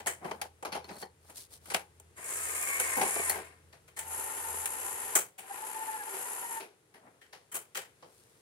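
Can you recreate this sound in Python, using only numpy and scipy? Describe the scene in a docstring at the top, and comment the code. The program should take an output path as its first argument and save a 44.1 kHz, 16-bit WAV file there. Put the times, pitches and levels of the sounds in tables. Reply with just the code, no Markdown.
"""A small room with a tape machine: a hand slides a plastic cassette in, and it knocks on the flap and guides.
A lift motor draws it in, then a threading motor whirs twice through its gears, with latches clacking between.
Blows ring banks of resonances; rubbing, brushes and gears are modulated noise; meshing teeth are gliding tones.
A low throbbing hum lies behind. Two microphone ports hear the machine, the left one louder in most bands."""
import sys
import numpy as np
from scipy.fft import rfft, irfft, next_fast_len
from scipy.io import wavfile
from scipy.ndimage import map_coordinates

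SR = 44100
rng = np.random.default_rng(int(sys.argv[2]) if len(sys.argv) > 2 else 0)


def store_wav(level_fs):
    """Save 16-bit WAV to argv[1]."""
    pcm = np.round(np.clip(np.atleast_2d(level_fs), -1, 1) * 32767)
    wavfile.write(sys.argv[1], SR, pcm.T.astype(np.int16))


N = 370881

# Blows of cassette, flap, levers and latches. Each row: start in seconds, level in dB, thud trim in dB,
# snap trim in dB, rattle in dB re the first crack.
BLOWS = [ (.001, -37.5, 1.5, -7, -7), (.061, -30.5, 7, -2, -12.5), (0.069, -23.5, -7, 3, -4.5),
         (0.245, -37, 9, -11, -5.5), (.312, -27.5, 8, -12, -14), (0.415, -26.5, -1.5, -1, -11),
         (0.453, -55.5, 20.5, 1, -33), (0.626, -35.5, 10, -8, -13), (0.65, -28.5, 4.5, -5.5, -8.5),
         (0.721, -32, 0, -7.5, -1), (.75, -37, 9, -5, -11), (.765, -43, 15, -10, -22),
         (.843, -43, 4, -4, -12), (.89, -38, 2.5, -26, -4.5), (1.025, -32, 6, -13, -13),
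         (1.298, -46, 2, 3, -8), (1.657, -43, -17, -1, -8), (1.701, -32, -4, -2.5, -4.5),
         (1.716, -43, 16, -6, -28), (1.737, -34.5, 0, 1, -2.5), (1.7447, -14, -3, -9.5, -16.5),
         (1.999, -49.5, 2.5, 7, -16.5), (2.176, -46.5, 1, -9, 0), (2.799, -24, -3, 7, -9.5),
         (2.966, -35.5, 8, 2, 5), (3.013, -26, 7, -1, -4.5), (3.16, -29, 5.5, -6, -11),
         (3.193, -29.5, 9, -18, -17.5), (3.296, -22.5, -3, 8, -11), (3.347, -44, 8.5, 4.5, 2.5),
         (3.447, -57, -11, 8, -8), (3.727, -49, 0, -6, -3), (3.879, -48, -9, -0.5, -5.5),
         (3.964, -43.5, -7.5, 2.5, 6.5), (3.99, -37, -10, 8.5, -7), (4.657, -28.5, -30, 10.5, -14),
         (5.153, -17.5, -4.5, 9, -5), (5.38, -51, -2, 4, 8), (6.136, -42, 0, -5.5, 3.5),
         (6.6, -41.5, 0, -3, 1.5), (6.94, -50, -0.5, -6.5, -1), (7.211, -60.5, -11, -9, 12),
         (7.327, -46.5, -2, -6, 2), (7.516, -47, -7.5, 4.5, 4.5), (7.543, -36.5, -1, 8, -8.5),
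         (7.552, -34.5, -4.5, 6, -5), (7.748, -33, -7, 0, 2), (7.771, -37, 0, 4.5, -8.5),
         (8.025, -50, 11, -25, -4)]
# Modes a blow rings. Each row: centre in Hz, width in Hz, level in dB.
CABINET_MODES = [(182, 80, -11.5), (404, 147, -2.5), (503, 77, 0), (691, 154, 1), (807, 207, 3),
                 (1075, 360, -7.5)]
SHELL_MODES = [(1405, 700, -1), (1846, 540, 4.5), (2440, 1150, -1.5), (3077, 180, 1), (4540, 2800, -9.5)]
CHASSIS_MODES = [(5640, 1300, -12.5), (7860, 2700, 1.5), (9520, 3240, 0), (9840, 1930, 2),
                 (13400, 10000, -14.5)]
SHELL_RATTLE_T60_S = 0.26  # for a rattle of 0 dB or more
LIFE_DB_PER_RATTLE_DB = 0.32

# Plastic sliding on plastic. Each row: start, peak and end in seconds, hiss in dB, body in dB re hiss.
STROKES = [(0.17, 0.27, 0.5, -57, 13.5), (0.842, 0.913, 1.04, -63, 17), (0.855, 1.022, 1.08, -49, -5),
           (1.19, 1.293, 1.46, -58.5, 1), (1.34, 1.372, 1.482, -41.5, -35), (1.481, 1.54, 1.6, -48, -11.5),
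           (1.593, 1.7, 1.75, -50, -6), (6.9, 7.075, 7.22, -78, 24), (7.842, 8.148, 9.2, -66, -21)]
STROKE_FADE_DB = 23.5  # start and end under the peak
# Sliding spectra. Each row: frequency in Hz, relative level in dB per Hz.
SLIDE_HISS_SPECTRUM = [(1470, -23.5), (2920, -18), (4240, -13), (7530, -14.5), (9150, -8.5), (16000, -24.5)]
SLIDE_BODY_SPECTRUM = [(88, -42.5), (150, -2), (506, -3.5), (692, 0.5), (2300, -14), (4300, -40),
                       (6600, -120)]

# Motor runs; the threading motor goes out and back. Each row: on and off in seconds, brush hiss in dB,
# gear rattle in dB, spin-up in seconds, coasting in dB per second.
LIFT_RUNS = [(2.155, 3.29, -35.5, -39, 0.077, 159.5)]
THREAD_RUNS = [(3.98, 5.15, -39, -44, 0.076, 339), (5.375, 6.58, -42.5, -45.5, 0.066, 337)]
# Motor spectra. Each row: frequency in Hz, relative level in dB per Hz.
LIFT_HISS_SPECTRUM = [(2940, -25.5), (5000, -23), (6570, -6.5), (8380, -2.5), (9190, -7), (10200, -2.5),
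                      (12800, -17.5), (16000, -27)]
LIFT_GEAR_SPECTRUM = [(120, -35), (280, -15.5), (400, -5), (2400, -7), (3450, -17), (5500, -18.5),
                      (7500, -62.5)]
THREAD_HISS_SPECTRUM = [(3500, -50.5), (5600, -19), (6600, -9), (9200, -7), (10050, -2), (10900, -7.5),
                        (11600, -2.5), (12300, -16.5), (13300, -22), (16000, -34.5)]
THREAD_GEAR_SPECTRUM = [(120, -28), (270, -16.5), (400, -15.5), (900, -7), (2900, -12), (3450, -19.5),
                        (5500, -21), (7500, -63.5)]
# Gearbox resonances, added to the plain rattle. Each row: centre in Hz, width in Hz, level in dB.
LIFT_BOX_MODES = [(1030, 45, 3), (1596, 66, 2.5), (1830, 40, 5.5), (2170, 32, 5)]
THREAD_BOX_MODES = [(395, 54, 7.5), (480, 58, 4.5), (784, 30, 6), (886, 42, 8), (998, 34, 7), (1398, 24, 6),
                    (1832, 32, 4.5)]
# Resonances that come and go as the carriage travels. 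Each row: centre in Hz, width in Hz,
# list of (time in seconds, level in dB).
CARRIAGE_RINGS = [(2200, 490, [(2.4, -24), (2.72, 2), (2.95, -1), (3.15, -20)]), (9950, 1400, [(2.85, -24),
                  (3.0, -1.5)]), (12600, 870, [(2.35, -15), (2.7, 5), (2.9, -14)])]
SHAFT_MEAN_HZ = 66.3
SWITCH_ON_DB, GEAR_DB_PER_HISS_DB = -19, 0.82  # hiss at switch-on re full speed; rattle follows
COAST_S = .5  # time until still

# Motor speed as tooth-mesh pitch. Each row: time in seconds, pitch in Hz, whine in dB before its swells.
LIFT_MESH = [(2.156, 1102, -77), (2.42, 1291, -53.5), (2.67, 1161, -50), (2.949, 1056, -49.5),
             (3.17, 1169, -55), (3.27, 1045, -48), (3.35, 801, -54.5), (3.41, 770, -46), (3.47, 700, -70)]
THREAD_MESH = [(4.15, 890, -72), (5.149, 857, -71), (5.41, 762, -64.5), (5.485, 783, -73),
               (5.517, 793.4, -55.5), (5.549, 850, -73), (5.63, 870, -59.5), (5.71, 888, -67),
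               (5.8, 876, -57.5), (5.98, 867, -58.5), (6.03, 804, -53), (6.09, 891, -70), (6.3, 983, -66),
               (6.44, 958, -62), (6.56, 901, -52)]
# Panels that sing as the mesh passes, added to the plain tone. Each row: centre in Hz, width in Hz, level in dB.
PANEL_MODES = [(785, 16, 17), (880, 30, 19), (975, 60, 9), (1700, 170, 13), (2230, 280, 21)]
BEAD_HZ, BEAD_CREST_S = 16, 5.64  # swells of the whine

# Knocks on a small flap spring. Each row: start in seconds, level in dB.
SPRING_PINGS = [(0.727, -35), (0.844, -43), (1.025, -36.5), (3.297, -28)]
# The cassette drags over the spring. Row: start, peak and end in seconds, level in dB.
SPRING_DRAG = (.8, .97, 1.12, -59)
SPRING_HZ, SPRING_T60_S = (4240, 4400), .06  # pair of modes, before detuning

# Low hum. Each row: time in seconds, level in dB before its throb.
HUM_LEVELS = [(0, -62), (2.0, -65), (3.3, -58.5), (3.9, -66.5), (4.6, -57), (5.3, -83.5)]
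HUM_MEAN_HZ = 82.3
THROB_HZ, THROB_DIP_S = 2.44, .22  # rate, one dip
# Background spectra. Each row: frequency in Hz, relative level in dB per Hz.
RUMBLE_SPECTRUM = [(25, -57.5), (60, -13.0), (150, -15.0), (600, -57.0)]
ROOM_SPECTRUM = [(25, -46), (60, -7), (120, 2), (220, -9), (450, 1), (600, -8), (1900, -12.5), (5200, -19),
                 (10000, -14.5), (16000, -35.5)]
ROOM_MEAN_DB = -66.5

# The ports. Each row: frequency in Hz, left-right correlation.
PORT_LIKENESS = [(60, 0.77), (250, 1), (1000, 0.29), (2000, 0.18), (12000, 0.095)]
# Each row: frequency in Hz, left re right in dB.
PORT_BALANCE = [(200, 1.2), (700, 1.5), (2000, 6.5), (4400, 0), (8100, -0.5), (15000, 10.5)]
RIGHT_LAG_SAMPLES, TOP_HZ = 10, 16000


def contacts():
    """Each blow is a crack, a burst of chatter and a longer rattle, ringing cabinet, shell and chassis."""
    size = 2 ** 14
    out, t_s, hz = np.zeros((2, N + size)), np.arange(size) / SR, np.fft.rfftfreq(size, 1 / SR)
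    banks = [resonances(modes, hz) for modes in (CABINET_MODES, SHELL_MODES, CHASSIS_MODES)]
    bounce = amp(1.6 * wobble(260)) * pair()  # loose parts
    bounce = np.pad(bounce, ((0, 0), (0, size)))
    chatter = amp(-60 * t_s / 0.021)
    for start_s, db, thud_db, snap_db, rattle_db in BLOWS:
        i = round(start_s * SR)
        rise_s = 0.0031 * amp(0.63 * rattle_db)  # rattling blows build up slower
        onset = 1 - np.exp(-t_s / rise_s)
        rattle_t60_s = SHELL_RATTLE_T60_S * amp(LIFE_DB_PER_RATTLE_DB * min(rattle_db, 0))
        ring = 0
        bank_db = (thud_db - 6.5, -6, snap_db - 5.5)
        for bank, part_db, life in zip(banks, bank_db, (1.2, 1.0, .9)):  # the big cabinet rattles longest
            rattle = amp(rattle_db - 60 * t_s / (life * rattle_t60_s))
            force = (chatter + rattle) * onset * bounce[:, i:i + size]
            force[:, 0] += 4.5  # first touch
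            mode_gain = amp(rng.normal(0, 2.2, len(bank)))  # each spot struck favours other modes
            if bank is banks[0]:
                mode_gain[0] *= amp(0.35 * thud_db)  # soft heavy blows reach the deepest mode
            ring = ring + amp(db + part_db) * rfft(force) * (mode_gain @ bank)
        out[:, i:i + size] += irfft(ring * port_lean(hz), size) * (t_s < .33)
    return out[:, :N]


def slides():
    """Rubbing is grainy hiss over a duller scrape of the shell."""
    hiss = coloured(amp(3 * wobble(400)) * pair(), SLIDE_HISS_SPECTRUM)
    body = coloured(amp(4.5 * wobble(70)) * pair(), SLIDE_BODY_SPECTRUM)
    out = 0
    for row in STROKES:
        db, body_db, gate = curves(stroke(*row))
        out = out + gate * amp(db) * (hiss + amp(body_db) * body)
    return out


def stroke(start_s, peak_s, end_s, db, body_db):
    """A stroke swells to its peak and fades, linearly in dB."""
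    edge_db = db - STROKE_FADE_DB
    return [(start_s, edge_db, body_db), (peak_s, db, body_db), (end_s, edge_db, body_db)]


def motor(runs, hiss_spectrum, gear_spectrum, box_modes, throb_db, rough_db, sway_db, rings=()):
    """Brushes hiss and gears rattle in their box, both kicked once per turn of an unsteady shaft."""
    turn = 2 * np.pi * np.cumsum(SHAFT_MEAN_HZ * (1 + .04 * wobble(5))) / SR
    # tight spot on the shaft, uneven from turn to turn
    kick = unit(np.exp(1.5 * np.cos(turn))) * amp(1.5 * wobble(40))
    slow_wheel = .45 * np.sin(turn / 4)
    swell_db = throb_db * (kick + slow_wheel) + sway_db * wobble(25)

    # many small casing resonances, about 140 Hz apart
    casing_db = 2.5 * rng.standard_normal(160)
    casing_hz = np.linspace(0, SR / 2, len(casing_db))
    brushes = amp(swell_db + rough_db * wobble(300)) * pair()
    brushes = filtered(brushes, lambda hz: amp(np.interp(hz, casing_hz, casing_db)))
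    hiss = coloured(brushes, hiss_spectrum)

    gears = amp(.4 * swell_db + rough_db * wobble(200)) * pair()
    gear = coloured(filtered(gears, lambda hz: peaks(box_modes, hz)), gear_spectrum)

    for centre_hz, width_hz, rows in rings:  # the carriage moves and other parts take up the sound
        ring = lambda hz: width_hz ** 2 / (width_hz ** 2 + 4 * (hz - centre_hz) ** 2)
        gain = amp(curves(rows)[0])
        hiss = hiss + gain * filtered(hiss, ring)
        gear = gear + gain * filtered(gear, ring)
    out = 0
    for hiss_db, gear_db, gate in map(curves, runs):
        out = out + gate * (amp(hiss_db) * hiss + amp(gear_db) * gear)
    return out


def running(runs, mesh, hiss_db_per_octave, gear_db_per_octave):
    """Runs spin up, follow their speed and coast: rows (s, hiss dB, rattle dB) and rows (s, Hz, whine dB)."""
    levels, tones = [], []
    mesh_s, mesh_hz, mesh_db = np.transpose(mesh)
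    for on_s, off_s, hiss_db, gear_db, spin_s, coast_db_per_s in runs:
        s = np.arange(on_s, off_s + COAST_S, .005)
        hz, whine_db = np.interp(s, mesh_s, mesh_hz), np.interp(s, mesh_s, mesh_db)
        start_db = SWITCH_ON_DB * np.exp(-((s - on_s) / spin_s) ** 2 / 2)
        stop_db = -coast_db_per_s * np.maximum(s - off_s, 0)
        octaves = np.log2(hz / hz.mean())
        run_hiss_db = hiss_db + start_db + stop_db + hiss_db_per_octave * octaves
        run_gear_db = gear_db + GEAR_DB_PER_HISS_DB * (start_db + stop_db) + gear_db_per_octave * octaves
        levels.append(np.c_[s, run_hiss_db, run_gear_db])
        tones.append(np.c_[s, hz, whine_db + stop_db])
    return levels, tones


def whine(runs, octave_db, flutter, bead_db):
    """Teeth mesh in a wavering, beady tone with an octave; both swell where they meet a panel."""
    out = np.zeros(N)
    bead = np.cos(2 * np.pi * BEAD_HZ * (np.arange(N) / SR - BEAD_CREST_S))  # off-centre wheel
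    for hz, db, gate in map(curves, runs):
        phase = 2 * np.pi * np.cumsum(hz * (1 + flutter * wobble(60))) / SR
        level_db = db + 1.5 * wobble(14) + 2 * wobble(35) + bead_db * bead
        tone = peaks(PANEL_MODES, hz) * np.sin(phase)
        octave = amp(octave_db) * peaks(PANEL_MODES, 2 * hz) * np.sin(2 * phase)
        out += gate * amp(level_db) * (tone + octave)
    return out * amp([[1.2], [-1.2]])


def spring():
    """Short beating pings of a close pair of modes, and their grainy whistle when rubbed."""
    out, t_s = np.zeros(N), np.arange(SR // 5) / SR
    detunes = rng.normal(1, .01, (len(SPRING_PINGS), 2))
    for (start_s, db), detune in zip(SPRING_PINGS, detunes):
        ring = np.sin(2 * np.pi * np.outer(detune * SPRING_HZ, t_s)).mean(0)
        envelope = amp(db - 60 * t_s / SPRING_T60_S) * (1 - np.exp(-t_s / 0.00065))
        out[round(start_s * SR):][:len(t_s)] += envelope * ring
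    db, _, gate = curves(stroke(*SPRING_DRAG, 0))
    grains = amp(5 * wobble(90)) * rng.standard_normal(N)
    rub = filtered(grains, lambda hz: 1 / (1 + ((hz - np.mean(SPRING_HZ)) / 260) ** 4))
    return out + gate * amp(db) * unit(rub)


def groan():
    """A lever drags under load: a short rough low note of wavering pitch and level."""
    middle_s, spread_s, mean_hz, mean_db = 6.16, .03, 385, -44
    phase = 2 * np.pi * np.cumsum(mean_hz * (1 + .02 * wobble(50))) / SR
    swell = np.exp(-((np.arange(N) / SR - middle_s) / spread_s) ** 2 / 2)
    return amp(mean_db + 2.8 * wobble(60)) * swell * np.sin(phase)


def room():
    """A throbbing low hum with its rumble over the still air of the room."""
    db, gate = curves(HUM_LEVELS)
    phase = 2 * np.pi * np.cumsum(HUM_MEAN_HZ + .7 * wobble(4)) / SR
    # throb, as from a weaker neighbour tone
    throb = 1 - .45 * np.cos(2 * np.pi * THROB_HZ * (np.arange(N) / SR - THROB_DIP_S))
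    hum = amp(2 * wobble(5)) * throb * np.sin(phase)
    rumble = amp(-7.5) * coloured(pair(), RUMBLE_SPECTRUM)
    air = amp(ROOM_MEAN_DB + wobble(0.94)) * coloured(pair(), ROOM_SPECTRUM)
    return gate * (amp(db) * hum + amp(db[gate > 0].mean()) * rumble) + air


def amp(db):
    """Gain of a level in dB."""
    return 10 ** (np.asarray(db) / 20)


def unit(x):
    """x at rms 1."""
    return x / np.sqrt(np.mean(x ** 2) + 1e-20)


def along(points, hz):
    """(Hz, value) points interpolated on a log axis."""
    point_hz, values = np.transpose(points)
    return np.interp(np.log(hz + 1), np.log(point_hz + 1), values)


def curves(rows):
    """One value per sample for each column, and a gate that is open while the table lasts."""
    s, *columns = np.transpose(rows)
    t_s = np.arange(N) / SR
    gate = np.clip(np.minimum(t_s - s[0], s[-1] - t_s) / 0.019, 0, 1)
    return [np.interp(t_s, s, column) for column in columns] + [gate]


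def wobble(knots_per_s):
    """A smooth random curve through normal knots."""
    knots = rng.standard_normal(int(N * knots_per_s / SR) + 4)
    return map_coordinates(knots, [np.arange(N) * knots_per_s / SR])


def filtered(x, response):
    """x through a complex response of frequency."""
    m = next_fast_len(N + 8192)
    return irfft(rfft(x, m) * response(np.fft.rfftfreq(m, 1 / SR)), m)[..., :N]


def pair():
    """White noise at two ports, alike in the bass and less so in the treble."""
    def mid_side(hz):
        angle = np.arccos(np.clip(along(PORT_LIKENESS, hz), -1, 1)) / 2
        return np.array([np.cos(angle), np.sin(angle)])
    mid, side = filtered(rng.standard_normal((2, N)), mid_side)
    return np.array([mid + side, mid - side])


def port_lean(hz):
    """Left and right gains, the balance split evenly between them."""
    return amp(np.outer([.5, -.5], along(PORT_BALANCE, hz)))


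def coloured(x, spectrum):
    """x through a spectrum and the lean of the two ports, at rms 1."""
    return unit(filtered(x, lambda hz: amp(along(spectrum, hz)) * port_lean(hz)))


def peaks(modes, hz):
    """Flat gain of 1 plus one resonance peak a mode."""
    return 1 + sum(amp(db) * w * w / (w * w + 4 * (hz - c) ** 2) for c, w, db in modes)


def resonances(modes, hz):
    """One steep response a mode; together they pass white noise at rms 1."""
    each = []
    for k, (c, w, db) in enumerate(modes):
        bandpass = 1j * hz * w / (c * c - hz * hz + 1j * hz * w)
        each.append(amp(db) * bandpass ** 2 * 1j ** k)  # a quarter turn of phase from mode to mode
    each = np.array(each)
    return each / np.sqrt(np.mean(abs(each.sum(0)) ** 2))


def scene():
    """The machine and the room."""
    lift_levels, lift_tones = running(LIFT_RUNS, LIFT_MESH, hiss_db_per_octave=-2.5, gear_db_per_octave=-17.0)
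    thread_levels, thread_tones = running(THREAD_RUNS, THREAD_MESH,
                                          hiss_db_per_octave=26.5, gear_db_per_octave=10.5)
    lift = motor(lift_levels, LIFT_HISS_SPECTRUM, LIFT_GEAR_SPECTRUM, LIFT_BOX_MODES,
                 throb_db=1.1, rough_db=1.8, sway_db=1, rings=CARRIAGE_RINGS)
    thread = motor(thread_levels, THREAD_HISS_SPECTRUM, THREAD_GEAR_SPECTRUM, THREAD_BOX_MODES,
                   throb_db=1.4, rough_db=1.4, sway_db=.9)
    lift_teeth = whine(lift_tones, octave_db=-8.5, flutter=.02, bead_db=2)
    thread_teeth = whine(thread_tones, octave_db=-7, flutter=.011, bead_db=7)
    return contacts() + slides() + lift + thread + lift_teeth + thread_teeth + spring() + groan() + room()


def record(dry):
    """The right port is further from the machine and hears later; nothing is kept above the band limit."""
    def ports(hz):
        band = np.clip((TOP_HZ - hz) / 250, 0, 1)
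        return band * np.exp(-2j * np.pi * np.outer([0, RIGHT_LAG_SAMPLES], hz) / SR)
    return filtered(dry, ports)


dry = scene()
out = record(dry)
store_wav(out)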